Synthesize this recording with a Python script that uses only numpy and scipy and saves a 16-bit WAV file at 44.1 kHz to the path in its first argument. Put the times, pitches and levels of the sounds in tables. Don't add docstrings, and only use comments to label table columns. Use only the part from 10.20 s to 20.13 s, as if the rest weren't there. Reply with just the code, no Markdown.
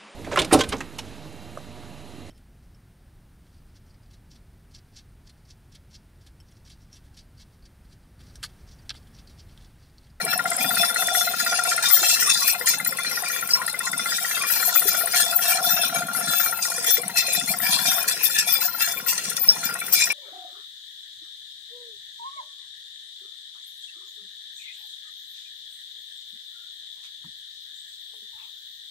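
import sys
import numpy as np
from scipy import signal
from scipy.fft import rfft, irfft, next_fast_len
from scipy.io import wavfile
from scipy.ndimage import uniform_filter1d

SR = 44100
rng = np.random.default_rng(int(sys.argv[2]) if len(sys.argv) > 2 else 0)


def digitize_waveform(pressure):
    field = np.atleast_2d(pressure).T
    bounded = np.clip(field, -1, 1)
    quanta = np.round(bounded * 32767).astype(np.int16)
    wavfile.write(sys.argv[1], SR, quanta)


N = 437913

# [t/s, firing rate/Hz]
SPEED = [(0, 15.846), (1.53, 15.876), (1.76, 15.756), (1.97, 15.483), (2.18, 15.44), (2.67, 16.133),
         (3.3, 15.725), (3.74, 15.952), (4.14, 15.733), (4.64, 15.71), (6.18, 15.927), (6.27, 15.767),
         (7.64, 15.857), (8.11, 15.651), (9.03, 15.767), (9.41, 16.058), (9.7, 15.771), (9.93, 15.659)]
# [t/s, relative level/dB]
KNOCK = [(0, -26), (0.6, -22.5), (1.58, -22.5), (2.3, -31.5), (2.85, -29), (3.25, -30.5), (3.95, -27),
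         (4.35, -24), (4.7, -26.5), (5.8, -23), (6.35, -25), (6.95, -42.5), (7.75, -28.5), (8.08, -44),
         (8.52, -29), (9.15, -42), (9.54, -27), (9.93, -59)]


def from_db(db):
    return 10 ** (np.asarray(db) / 20)


def rms_one(x):
    return x / np.sqrt(np.mean(x ** 2) + 1e-20)


def even(x, size):
    power = np.mean(np.atleast_2d(x) ** 2, axis=0)
    smooth = uniform_filter1d(uniform_filter1d(power, size), size)
    return x / np.sqrt(np.abs(smooth) + 1e-12)


def in_time(rows):
    s, *columns = np.transpose(rows)
    return [np.interp(np.arange(N) / SR, s, c) for c in columns]


def slow_chance(rate):
    r = np.exp(-80 * np.pi * rate / SR)
    white = rng.standard_normal(N // 40 + 2002)
    smooth = signal.lfilter([1], [1, -2 * r, r * r], white)
    return rms_one(smooth[2000:])


def drift(rate):
    slow = slow_chance(rate)
    return np.interp(np.arange(N) / 40, np.arange(len(slow)), slow)


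def flutter(depth_db, rate):
    return depth_db * np.tanh(drift(rate))


def wobble(depth_db, rate):
    gain = rms_one(from_db(depth_db * np.tanh(slow_chance(rate))))
    return np.repeat(gain, 40)[:N]


def swells(rows, rest_db, attack_s, release_s):
    gain, age = np.full(N + 2 * SR, from_db(rest_db)), np.arange(SR) / SR
    for s, length, db in rows:
        start = max(int(s * SR), 0)
        rise = np.minimum(age / attack_s, 1)
        fall = np.exp(-np.maximum(age - length, 0) / release_s)
        gain[start:start + SR] += from_db(db) * rise * fall
    return 20 * np.log10(gain[:N])


def blow(s, rise_s, decay_s):
    out, start = np.zeros(N), max(int(s * SR), 0)
    age = np.arange(min(SR // 3, N - start)) / SR
    out[start:start + len(age)] = (1 - np.exp(-age / rise_s)) * np.exp(-age / max(decay_s, .002))
    return out


def bursts(per_s, decay_s, spread_db):
    strength = from_db(spread_db * np.clip(rng.standard_normal(N), -2, 2)) ** 2
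    hits = (rng.random(N) < per_s / SR) * strength
    power = signal.lfilter([1], [1, -np.exp(-2 / (decay_s * SR))], hits + 1e-18)
    return power / np.mean(power)


def stroke(cycle, at, rise_s, decay_s, spread_db):
    count, share = np.divmod(cycle - at + 2, 1)
    age = share / np.mean(np.array(SPEED)[:, 1])
    strengths = from_db(spread_db * np.clip(rng.standard_normal(200), -2, 1.5))
    swell = (1 - np.exp(-(age / rise_s) ** 2)) * np.exp(-age / decay_s)
    return rms_one(strengths[count.astype(int)] * swell)


def hiss(scatter):
    white, scatter = rng.standard_normal((3, N)), np.clip(scatter, 0, 1)
    return np.sqrt(1 - scatter) * white[0] + np.sqrt(scatter) * white[1:]


def colour(x, spectrum, share=1):
    size = next_fast_len(N + 2000)
    hz, db = np.transpose(spectrum)
    bins = np.maximum(np.arange(size // 2 + 1) * SR / size, 1)
    gain = from_db(share * np.interp(np.log(bins), np.log(hz), db))
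    return irfft(rfft(x, size) * gain, size)[..., :N]


def resonate(x, modes, patchy_db=0, rate=12):
    out, x = np.zeros(np.shape(x)), x + 1e-18
    for k, (hz, width, db) in enumerate(modes):
        r = np.exp(-np.pi * width / SR)
        top = (-1) ** k * from_db(db) * (1 - r * r) / 2
        drive = x * wobble(patchy_db, rate) if patchy_db else x
        out += signal.lfilter([top, 0, -top], [1, -2 * r * np.cos(2 * np.pi * hz / SR), r * r], drive)
    return out


def struck(events, level_db, rise_s, decay_s, rough):
    t, blur = np.arange(N) / SR, rough * drift(60)
    out = np.zeros(N)
    for s, db, hz in events:
        swell = blow(s, rise_s, decay_s)
        on = swell > 0
        out[on] += from_db(db + level_db) * swell[on] * np.sin(2 * np.pi * hz * t[on] + blur[on])
    return out


def over_ground(x, delay_s, sway_s, share):
    n = np.arange(N)
    lag = (delay_s + sway_s * drift(1.77)) * SR
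    echo = np.array([np.interp(n - lag, n, ear) for ear in x])
    return (x + share * echo) / np.sqrt(1 + share ** 2)


def rumble():
    # [f/Hz, relative level/dB]
    rumble_spectrum = [(25, -23), (50, -5), (90, -3), (170, 0.5), (320, 4), (500, 12), (800, -3.5),
                       (1050, -24), (1300, 6.5), (2000, 7.5), (3000, 7.5), (8000, -3), (15000, 3)]
    return from_db(-40) * rms_one(colour(hiss(0.04), rumble_spectrum)) * wobble(5.2, 8.1)


def soil():
    # [f/Hz, width/Hz, relative level/dB]
    hollow_modes = [(516, 42, 0.5), (869, 89, 1.5), (1012, 41, 2.5), (1085, 49, 2.5)]
    drumming = hiss(0.48) * np.sqrt(0.32 + bursts(60, 0.0018, 2.9))
    hollow = resonate(drumming, hollow_modes, patchy_db=8.0, rate=6.7)
    hollow = resonate(hollow, [(990, 1400, 0)])
    level_db = -46 + flutter(depth_db=5.5, rate=6.5)
    return from_db(level_db) * even(hollow, size=4000)


def hum(cycle):
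    # [multiple of the firing rate, rms level/dB]
    partials = [(7, -65.5), (8, -71.5), (11, -60), (17, -66.5)]
    out = np.zeros(N)
    for order, db in partials:
        tone = np.sqrt(2) * np.sin(2 * np.pi * (round(order) * cycle + rng.random()))
        out += from_db(db) * wobble(2.1, 6.5) * tone
    return out


def guard(cycle):
    # [f/Hz, width/Hz, relative level/dB]
    guard_modes = [(685.6, 22.6, 1), (755.4, 19.6, -1), (766, 28, -6.5)]
    # [t/s, relative level/dB]
    shaking = [(0, -30), (0.65, -32), (1.4, -34), (2.1, -41), (3.1, -49), (3.4, -43.5), (4.3, -41.5),
               (4.9, -37), (5.4, -29.5), (5.8, -32), (6.7, -42.5), (7.1, -36), (7.8, -33.5), (8.05, -53),
               (8.35, -46.5), (9.93, -42)]
    jolts = 0.18 + stroke(cycle, -0.084, 0.0013, 0.0094, 4.5)
    jolts += 1.4 * stroke(cycle, 0.4, 0.00076, 0.0048, 9.6)
    jolts += 0.59 * stroke(cycle, -0.334, 0.00095, 0.0043, 3.9)
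    ring = resonate(resonate(hiss(0.046) * jolts, guard_modes), [(757, 137, 0)])
    level_db = in_time(shaking)[0] + flutter(depth_db=3.5, rate=2.8)
    return from_db(level_db - 5.5) * even(ring, size=5500)


def guard_knocks():
    # [t/s, relative level/dB, f/Hz]
    knocks = [(0.056, -25, 705), (0.157, -22.5, 730), (0.245, -23.5, 716), (0.31, -27, 692),
              (0.449, -27, 705), (0.497, -23, 716), (0.6, -25, 694), (0.623, -20.5, 705), (0.877, -23, 705),
              (0.918, -24.5, 729), (0.97, -19.5, 716), (1.068, -24, 702), (1.32, -21, 708),
              (1.385, -21, 727), (1.476, -23, 716), (1.829, -24, 719), (4.479, -26, 711), (4.835, -26, 686),
              (4.942, -22.5, 721), (5.116, -25, 694), (5.35, -27.5, 732), (5.408, -23, 700),
              (5.466, -22.5, 711), (5.558, -27, 700), (5.59, -21.5, 706), (5.636, -29, 740),
              (5.749, -22.5, 690), (5.807, -22.5, 705), (5.986, -30, 711), (7.175, -25, 711),
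              (7.341, -28, 721), (7.49, -29, 736), (7.768, -28, 694), (8.27, -29.5, 713), (8.449, -30, 715),
              (8.675, -31, 688)]
    return struck(knocks, 1.0, rise_s=0.0013, decay_s=0.019, rough=0.27)


def exhaust(cycle):
    # [f/Hz, width/Hz, relative level/dB]
    pipe_modes = [(180, 55, 0.91), (220, 63, -2.6), (268.4, 34, -0.81)]
    # [t/s, length/s, relative level/dB]
    puffs = [(-0.01, 0.31, -43.5), (0.38, 0.14, -34.5), (1.03, 0.27, -54), (2.496, 0.23, -52),
             (3.2, 0.27, -56), (3.679, 0.1, -42), (4.321, 0.1, -49), (5.406, 0.7, -43.5),
             (6.781, 0.13, -42.5), (7.128, 0.57, -41), (9.002, 0.52, -48.5)]
    surge_spread_db = 3
    thump = from_db(-3.0) * stroke(cycle, -0.0815, 0.0011, 0.002, 0.93)
    opening = from_db(5.5) * stroke(cycle, 0.124, 0.001, 0.0035, surge_spread_db)
    blowdown = from_db(8.0) * stroke(cycle, 0.2527, 0.0018, 0.0023, surge_spread_db)
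    last = from_db(-3.0) * stroke(cycle, 0.431, 0.0009, 0.0024, surge_spread_db)
    gas = (thump + opening + blowdown + last) * (1 + .4 * hiss(0.17))
    gas = signal.sosfilt(signal.butter(4, [150, 340], "band", fs=SR, output="sos"), gas)
    ring = even(resonate(gas, pipe_modes, patchy_db=4.5, rate=13.0), size=8400)
    level_db = swells(puffs, rest_db=-51, attack_s=0.055, release_s=0.057)
    level_db = level_db + flutter(depth_db=4.0, rate=6.6)
    return from_db(level_db - 4.0) * ring


def valves(cycle):
    # [f/Hz, width/Hz, relative level/dB]
    valve_modes = [(5370, 73, -10), (8050, 760, -2.5), (9490, 150, 13), (10530, 110, 14), (11960, 900, -2)]
    # [t/s, relative level/dB]
    ticking = [(0, -23), (1.5, -24), (2.9, -26), (3.5, -24.5), (5, -24.5), (5.9, -25.5), (6.6, -24.5),
               (7.6, -26.5), (8.5, -38), (9, -31), (9.93, -27.5)]
    ticks = stroke(cycle, -0.267, 0.0029, 0.0034, 3.5)
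    ticks += 0.32 * stroke(cycle, 0.032, 0.0014, 0.0046, 8.8)
    ticks += 0.054 * stroke(cycle, 0.43, 0.001, 0.0047, 2.7)
    return from_db(in_time(ticking)[0] - 8.5) * rms_one(resonate(hiss(0.92) * ticks, valve_modes))


def block(cycle):
    # [f/Hz, width/Hz, relative level/dB]
    block_modes = [(491, 35, -24), (750, 220, -15.5), (1000, 19, -30), (1394, 31, 8), (1740, 45, -32)]
    slaps = 1.12 * stroke(cycle, -0.099, 0.0031, 0.011, 0.73)
    slaps += stroke(cycle, 0.012, 0.0034, 0.0063, 2.4)
    slaps += 0.6 * stroke(cycle, 0.433, 0.0042, 0.0071, 3.0)
    ring = even(resonate(hiss(0.19) * slaps, block_modes), size=2800) * wobble(7.7, 31)
    return from_db(in_time(KNOCK)[0] - 8) * ring


def crankcase(cycle):
    # [f/Hz, width/Hz, relative level/dB]
    case_modes = [(1405, 49, 0)]
    firing = hiss(0.15) * stroke(cycle, -0.041, 0.0018, 0.0034, 1.0)
    ring = resonate(resonate(firing, case_modes), [(1393, 147, 0)])
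    ring = even(ring, size=2800) * wobble(4.0, 19)
    return np.hypot(from_db(-44), from_db(in_time(KNOCK)[0] - 10.5)) * ring


def head(cycle):
    # [f/Hz, width/Hz, relative level/dB]
    head_modes = [(1880, 70, 0), (2065, 31, -4)]
    # [t/s, level/dB]
    cracking = [(0, -34.5), (1.2, -31.5), (2.0, -36), (2.8, -34.5), (3.5, -33.5), (4.2, -33.5),
                (5.0, -38.5), (5.8, -44), (6.5, -38.5), (7.5, -38), (8.3, -43), (9.2, -44), (9.93, -36)]
    firing = hiss(0.5) * stroke(cycle, -0.029, 0.0018, 0.0043, 0.83)
    ring = even(resonate(firing, head_modes, patchy_db=10.0), size=2800) * wobble(3, 5.8)
    dull = signal.butter(5, 2470, fs=SR, output="sos")
    return from_db(in_time(cracking)[0]) * rms_one(signal.sosfilt(dull, ring))


def diesel(cycle):
    return block(cycle) + crankcase(cycle) + head(cycle) + valves(cycle)


def bearing():
    # [t/s, length/s, relative level/dB]
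    squeals = [(0.096, 0.056, -32), (0.395, 0.046, -32), (0.479, 0.2, -43), (0.511, 0.015, -26.5),
               (0.579, 0.035, -34), (0.954, 0.15, -38), (1.157, 0.12, -40), (1.62, 0.33, -34),
               (1.708, 0.057, -19), (1.856, 0.28, -40), (1.995, 0.015, -28), (2.159, 0.16, -37),
               (2.271, 0.054, -30), (2.371, 0.3, -46), (2.478, 0.015, -23.5), (2.662, 0.016, -27),
               (3.105, 0.26, -41), (3.839, 0.3, -41), (4.302, 0.13, -32.0), (4.526, 0.29, -39),
               (4.546, 0.038, -19.0), (4.673, 0.02, -22), (4.761, 0.23, -38), (4.949, 0.3, -39),
               (4.99, 0.015, -28), (5.14, 0.08, -31), (5.153, 0.011, -24), (5.276, 0.035, -22),
               (5.432, 0.11, -29), (5.5, 0.043, -25), (5.583, 0.1, -38.0), (6.098, 0.18, -27.5),
               (6.24, 0.015, -35), (6.322, 0.15, -38.0), (6.657, 0.025, -29), (6.701, 0.05, -21.5),
               (6.952, 0.2, -42), (7.363, 0.14, -33), (7.619, 0.23, -43), (7.659, 0.13, -33),
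               (8.026, 0.17, -37), (8.297, 0.27, -36), (8.322, 0.0086, -18), (8.405, 0.063, -28),
               (8.58, 0.22, -39.5), (8.608, 0.015, -24), (8.86, 0.05, -27), (9.187, 0.11, -32),
               (9.212, 0.018, -30), (9.439, 0.018, -30), (9.63, 0.25, -42), (9.722, 0.014, -16.5)]
    pitch_hz = 14260 + 18 * drift(45)
    tone = np.sqrt(2) * np.sin(2 * np.pi * np.cumsum(pitch_hz) / SR)
    rasp = rms_one(resonate(resonate(hiss(0.98), [(14350, 130, 0)]), [(14200, 120, 0)]))
    level_db = swells(squeals, rest_db=-50.5, attack_s=0.011, release_s=0.014)
    level = from_db(level_db - 6.5) * wobble(2.8, 26)
    return level * (from_db(10.5) * tone + from_db(8.0) * rasp)


def scrapes():
    # [t/s of the loudest moment, level/dB, f/Hz, half-length/s]
    rubs = [(1.641, -34, 1670, 0.033), (1.703, -33.5, 1160, 0.036), (2.082, -29.5, 1180, 0.027),
            (2.23, -29, 1110, 0.022), (2.292, -26, 2500, 0.062), (3.397, -32.5, 1040, 0.047),
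            (3.669, -36, 1044, 0.052), (4.23, -32, 1135, 0.035), (4.952, -26, 2110, 0.016),
            (7.112, -29, 2440, 0.057), (7.581, -39.5, 984, 0.15), (7.653, -39, 1610, 0.17),
            (8.033, -28.5, 2540, 0.044), (8.196, -27.5, 2550, 0.045), (8.648, -31.5, 1690, 0.051),
            (9.803, -25, 2360, 0.041)]
    out, size = np.zeros((2, N + SR)), SR // 2
    age = np.arange(size) / SR - .25
    for s, db, hz, length in rubs:
        slips = rng.standard_normal(size) + .5 * rng.standard_normal((2, size))
        rub = rms_one(resonate(resonate(slips, [(hz, hz / 7, 0)]), [(hz, hz / 13.0, 0)]))
        start = int((s + age[0]) * SR)
        out[:, start:start + size] += from_db(db) * rub * np.exp(-(age / length) ** 2)
    return out[:, :N]


def clods():
    # [t/s, relative level/dB, f/Hz]
    thuds = [(0.04, -27, 425), (1.815, -29, 358), (1.83, -23, 800), (1.85, -31.5, 560), (2.355, -23, 720),
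             (2.407, -26, 495), (2.72, -30, 522), (3.025, -21.5, 720), (3.348, -35, 501), (4.653, -22, 403),
             (5.76, -28, 565), (6.58, -25.5, 482), (6.681, -26, 460), (6.78, -20, 488), (6.89, -29, 942),
             (7.081, -26.5, 528), (7.81, -28, 1055)]
    return struck(thuds, -1.9, rise_s=0.0026, decay_s=0.015, rough=0.49)


def clinks():
    # [t/s, relative level/dB, f/Hz]
    clink_events = [(0.408, -14, 2430), (0.443, -19, 2417), (0.645, -26, 4170), (1.654, -9, 3650),
                    (2.472, -13, 1834), (2.866, -13.5, 4120), (3.059, -17.5, 2340), (3.306, -10, 4970),
                    (3.3344, -1, 5470), (4.213, -15, 2430), (4.249, -17, 2380), (4.57, -17.5, 2460),
                    (4.9387, -15, 2325), (7.289, -15.5, 2370), (7.4494, -20, 2360), (7.466, -16, 2390),
                    (7.697, -13, 3550), (8.0544, -12, 3530), (8.3544, -19, 2370), (8.772, -20, 2358),
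                    (9.286, 5, 5470), (9.613, -19, 2330), (9.82, -7.5, 2425), (9.9015, -8.5, 2380)]
    return struck(clink_events, -2.5, rise_s=0.00075, decay_s=0.014, rough=0.93)


def sprays():
    # [t/s, length/s, relative level/dB, f/Hz]
    spray_events = [(0.102, 0.032, -41, 9500), (0.406, 0.13, -35, 10540), (0.572, 0.14, -31, 9540),
                    (0.782, 0.053, -29, 10300), (0.933, 0.095, -26, 9470), (1.45, 0.066, -31, 8900),
                    (1.613, 0.13, -45, 9200), (1.712, 0.31, -35, 9200), (1.87, 0.15, -49, 9600),
                    (2.084, 0.13, -40, 9500), (2.267, 0.022, -23, 10900), (2.454, 0.055, -30.5, 10300),
                    (2.889, 0.12, -35, 10050), (3.097, 0.061, -33, 10300), (3.84, 0.14, -42, 9600),
                    (4.076, 0.12, -34, 10000), (4.258, 0.19, -30.5, 10600), (4.294, 0.027, -20, 12000),
                    (4.448, 0.042, -22, 11260), (4.54, 0.035, -42, 9300), (4.56, 0.095, -30, 9600),
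                    (4.658, 0.035, -26, 9740), (4.761, 0.065, -26.5, 9600), (4.949, 0.067, -27.5, 9200),
                    (5.098, 0.054, -35, 10100), (5.194, 0.16, -31, 9800), (5.407, 0.091, -34.5, 10300),
                    (5.503, 0.15, -35, 10100), (5.743, 0.042, -33, 10200), (5.94, 0.064, -28, 10100),
                    (6.07, 0.07, -37, 10100), (6.244, 0.083, -36.5, 10200), (6.408, 0.18, -40, 9800),
                    (6.653, 0.11, -40, 9700), (6.95, 0.041, -30, 10200), (7.119, 0.035, -24, 11000),
                    (7.271, 0.05, -28.5, 10800), (7.429, 0.2, -34, 9740), (7.61, 0.19, -31.5, 10900),
                    (7.872, 0.012, -24, 11000), (8.025, 0.031, -18.5, 11200), (8.056, 0.12, -37.5, 10000),
                    (8.254, 0.055, -28.5, 9860), (8.414, 0.054, -39, 10100), (8.576, 0.052, -31, 9870),
                    (8.87, 0.077, -37, 9600), (9.206, 0.015, -42, 10760), (9.715, 0.088, -33, 10200)]
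    out, age = np.zeros((2, N + SR)), np.arange(SR // 3) / SR
    for s, length, db, hz in spray_events:
        sizes = [(f, f / 50, 4 * rng.normal()) for f in hz * np.geomspace(.92, 1.35, num=9)]
        grains = rms_one(resonate(rng.standard_normal((2, len(age))), sizes))
        start = max(int(s * SR), 0)
        swell = np.minimum(age / 0.012, 1) * np.exp(-np.maximum(age - length, 0) / .014)
        out[:, start:start + len(age)] += from_db(db + 4.0) * grains * swell
    return out[:, :N]


def loose_grit():
    # [f/Hz, relative level/dB]
    grit_spectrum = [(3000, -48), (7000, 1), (10000, 14.5), (12000, 15), (13500, 7), (15000, 5),
                     (16000, -29.5)]
    shower = hiss(0.98) * np.sqrt(0.22 + bursts(760, 0.0042, 7.9))
    return rms_one(colour(shower, grit_spectrum))


def hood_ring():
    # [f/Hz, width/Hz before damping, relative level/dB]
    hood_modes = [(1070, 43, -15), (1358, 60, -7.5), (1710, 40, 9), (1886, 210, -4), (2335, 33, 5),
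                  (2422, 62, 2), (2645, 35, 8.5), (2865, 55, -4.5), (3198, 35, 1.5), (3510, 30, 11.5),
                  (3637, 37, 8.5), (4050, 45, 7), (4188, 45, 8.5), (4570, 40, 2), (4960, 70, 7),
                  (5157, 49, 4), (5424, 34, 9.5), (5610, 37, 2.5), (5810, 37, 7), (6270, 50, 3),
                  (6550, 50, 2.5), (7120, 68, -6), (7330, 45, -7), (8380, 34, -3.5), (8820, 210, 2.5),
                  (9520, 76, 3), (10580, 85, 2.5)]
    damping_hz = 45
    grains = rms_one(np.sqrt(0.64 + bursts(1200, 0.00069, 1.0)) * hiss(0.72))
    damped = [(hz, max(width, damping_hz), db) for hz, width, db in hood_modes]
    return even(resonate(grains, damped, patchy_db=12.0, rate=6.55), size=1500)


def shredding(snaps):
    # [f/Hz, relative level/dB]
    shred_spectrum = [(200, -43), (450, -17.5), (900, -13), (2200, -10), (2750, 26), (3000, 12), (3300, 12),
                      (3550, 10.5), (3880, 7), (4150, 23), (4380, 11.5), (4900, 18.5), (7000, 17.5),
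                      (9500, 17.5), (11500, -10), (16000, -24)]
    splinters = [(hz, hz / 85, 0) for hz in np.geomspace(3270, 10400, num=32)]
    cracks = resonate(snaps, splinters, patchy_db=11.0, rate=7.5) + 0.11 * snaps
    return even(colour(cracks, shred_spectrum), size=1500)


def feed():
    # [t/s, length/s, relative hood ring level/dB, relative crackle level/dB]
    bunches = [(0.0, 0.014, -35, -44), (0.076, 0.059, -33, -46), (0.263, 0.082, -56, -29.5),
               (0.375, 0.3, -36.5, -38), (0.395, 0.011, -47, -36), (0.567, 0.14, -45, -41),
               (0.571, 0.051, -34, -35), (0.734, 0.12, -45, -40), (0.754, 0.26, -39, -34),
               (0.942, 0.071, -37, -35), (0.974, 0.42, -43, -35), (1.177, 0.055, -39, -30),
               (1.257, 0.27, -42, -35.5), (1.337, 0.014, -31, -34), (1.449, 0.22, -43.5, -34.5),
               (1.481, 0.032, -44, -23.5), (1.62, 0.076, -32, -34), (1.684, 0.27, -43, -26.5),
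               (1.824, 0.12, -37, -26), (1.828, 0.27, -34.5, -35), (1.995, 0.033, -42, -21),
               (2.055, 0.25, -33.5, -26.5), (2.087, 0.013, -28, -20), (2.271, 0.011, -36, -18),
               (2.454, 0.081, -31, -28), (2.458, 0.038, -45, -18.5), (2.766, 0.23, -41, -45),
               (2.85, 0.01, -37, -50), (3.033, 0.16, -38.5, -39), (3.289, 0.057, -48, -33),
               (3.628, 0.044, -50, -26), (3.759, 0.075, -38, -46), (3.851, 0.28, -41, -31),
               (3.883, 0.074, -36, -46), (4.135, 0.28, -38, -44), (4.274, 0.013, -45, -25),
               (4.302, 0.28, -41.5, -26.5), (4.534, 0.26, -44, -33), (4.665, 0.044, -34, -20.5),
               (4.749, 0.22, -44.5, -42), (4.905, 0.22, -42, -34), (4.941, 0.087, -30, -22),
               (5.212, 0.16, -33.5, -27), (5.272, 0.053, -32.5, -33), (5.416, 0.27, -35.5, -40),
               (5.436, 0.084, -44, -29), (5.607, 0.024, -30, -39), (5.735, 0.048, -34, -36),
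               (5.927, 0.071, -59, -37.5), (6.018, 0.27, -38.5, -33.5), (6.082, 0.14, -43.5, -37),
               (6.409, 0.3, -42.5, -32), (6.417, 0.012, -34, -24), (6.661, 0.11, -36, -31),
               (6.665, 0.048, -33, -41), (6.944, 0.26, -39.5, -40), (6.96, 0.039, -28.5, -22),
               (7.08, 0.18, -47, -28), (7.271, 0.047, -53, -24), (7.411, 0.18, -35.5, -30),
               (7.455, 0.25, -44, -29), (7.519, 0.022, -28, -23), (7.635, 0.18, -36, -34),
               (7.651, 0.047, -34, -28), (7.866, 0.27, -47, -34.5), (7.874, 0.022, -32, -27),
               (8.034, 0.035, -50, -26), (8.102, 0.27, -44, -44), (8.138, 0.031, -31, -34),
               (8.177, 0.019, -33, -21.5), (8.265, 0.094, -33, -31), (8.401, 0.063, -35.5, -30),
               (8.584, 0.14, -42, -37), (8.596, 0.027, -33, -26), (8.656, 0.027, -45, -22),
               (8.868, 0.02, -36, -28.5), (9.027, 0.1, -49, -29.5), (9.239, 0.22, -44, -39),
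               (9.431, 0.02, -35.5, -29), (9.718, 0.13, -30, -20), (9.894, 0.012, -31, -40)]
    litter_db = -44
    ring_rows, crackle_rows = np.delete(bunches, -1, axis=1), np.delete(bunches, -2, axis=1)
    return [swells(rows, litter_db, attack_s=0.014, release_s=0.022) for rows in (ring_rows, crackle_rows)]


def cutter():
    # [t/s, relative level/dB, decay/s, grit relative to the crack/dB]
    sharp_cracks = [(0.744, -11, 0.008, -12), (0.872, -8, 0.012, -10), (1.2004, -10, 0.022, -26),
                    (1.625, -4, 0.17, -35), (1.742, 1, 0.015, -25), (2.222, -5, 0.016, -17),
                    (2.277, -5, 0.01, -8), (2.4593, -20, 0.054, -28), (2.649, -5.5, 0.034, -33),
                    (3.084, -14, 0.012, -18), (3.29, -14, 0.042, -23), (3.479, -6, 0.014, -19),
                    (3.497, -4, 0.0091, -24), (3.591, -11, 0.0083, -15), (3.731, -10, 0.0082, -29),
                    (4.672, -8, 0.025, -14), (4.9444, -13, 0.2, -19), (5.015, -14, 0.012, -24),
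                    (5.1113, -26, 0.02, 5), (5.427, -23.5, 0.038, 6), (5.934, -19, 0.012, 4),
                    (6.4237, -13, 0.02, -17), (6.643, -5, 0.011, -16), (6.9706, -6, 0.016, -11),
                    (7.88, 0.5, 0.028, -14), (8.0417, -21.5, 0.026, 8), (8.1868, 1.5, 0.014, -12.5),
                    (8.6056, -14, 0.012, -14), (8.885, 0.5, 0.066, -33), (8.98, 6, 0.0069, -34),
                    (9.102, -2, 0.0028, -7), (9.168, 4, 0.0091, -21), (9.541, -6, 0.004, -14),
                    (9.666, -7, 0.0045, -15), (9.59, -10.5, 0.006, -6)]
    ring_db, crackle_db = feed()
    rattle = even(np.sqrt(0.14 + bursts(90, 0.057, 3.1)), size=2500)
    grit_db = -38.5 + 0.32 * (crackle_db + 20)
    force, thrown = from_db(ring_db + 2.22) * rattle, from_db(grit_db) * rattle
    crackle = from_db(crackle_db - 1.9) * rattle
    edge = np.zeros(N)
    for s, db, decay, grit_share_db in sharp_cracks:
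        edge += from_db(db - 30) * blow(s, .0003, .0022)
        crack = from_db(db - 24.0) * blow(s - .002, .001, decay)
        crackle += crack
        force += 0.44 * crack
        thrown += from_db(grit_share_db + 20.0) * crack
    snaps = hiss(1.0) * np.sqrt(.1 + bursts(500, .0008, 4))
    stalks = force * from_db(4.5) * hood_ring() + crackle * from_db(-0.5) * shredding(snaps)
    grit = thrown * loose_grit() + rattle * sprays()
    return over_ground(stalks + grit + edge * snaps, delay_s=.0021, sway_s=.00008, share=0.59)


def scene():
    cycle = -.02 + np.cumsum(in_time(SPEED)[0]) / SR
    engine = hum(cycle) + guard(cycle) + exhaust(cycle) + diesel(cycle)
    hits = guard_knocks() + clods() + clinks()
    work = soil() + bearing() + scrapes() + cutter()
    return rumble() + engine + hits + work


def record(dry):
    # [f/Hz, tilt/dB before each ear's share]
    ear_balance = [(100, 0.5), (700, 0.5), (2000, 1), (4500, 1.5), (7000, 0), (8500, 0), (10000, 6),
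                   (10700, 0), (12000, 6), (15000, 2)]
    left = colour(np.pad(dry[0], (4, 0))[:N], ear_balance, share=.5)
    right = colour(dry[1], ear_balance, share=-4.0)
    ears = np.array([left, right])
    rounded = ears / np.sqrt(np.sqrt(1 + np.square(np.square(ears / .85))))
    top_cut = signal.ellip(10, .2, 80, 15750, fs=SR, output="sos")
    return signal.sosfilt(top_cut, rounded)


dry = scene()
out = record(dry)
digitize_waveform(out)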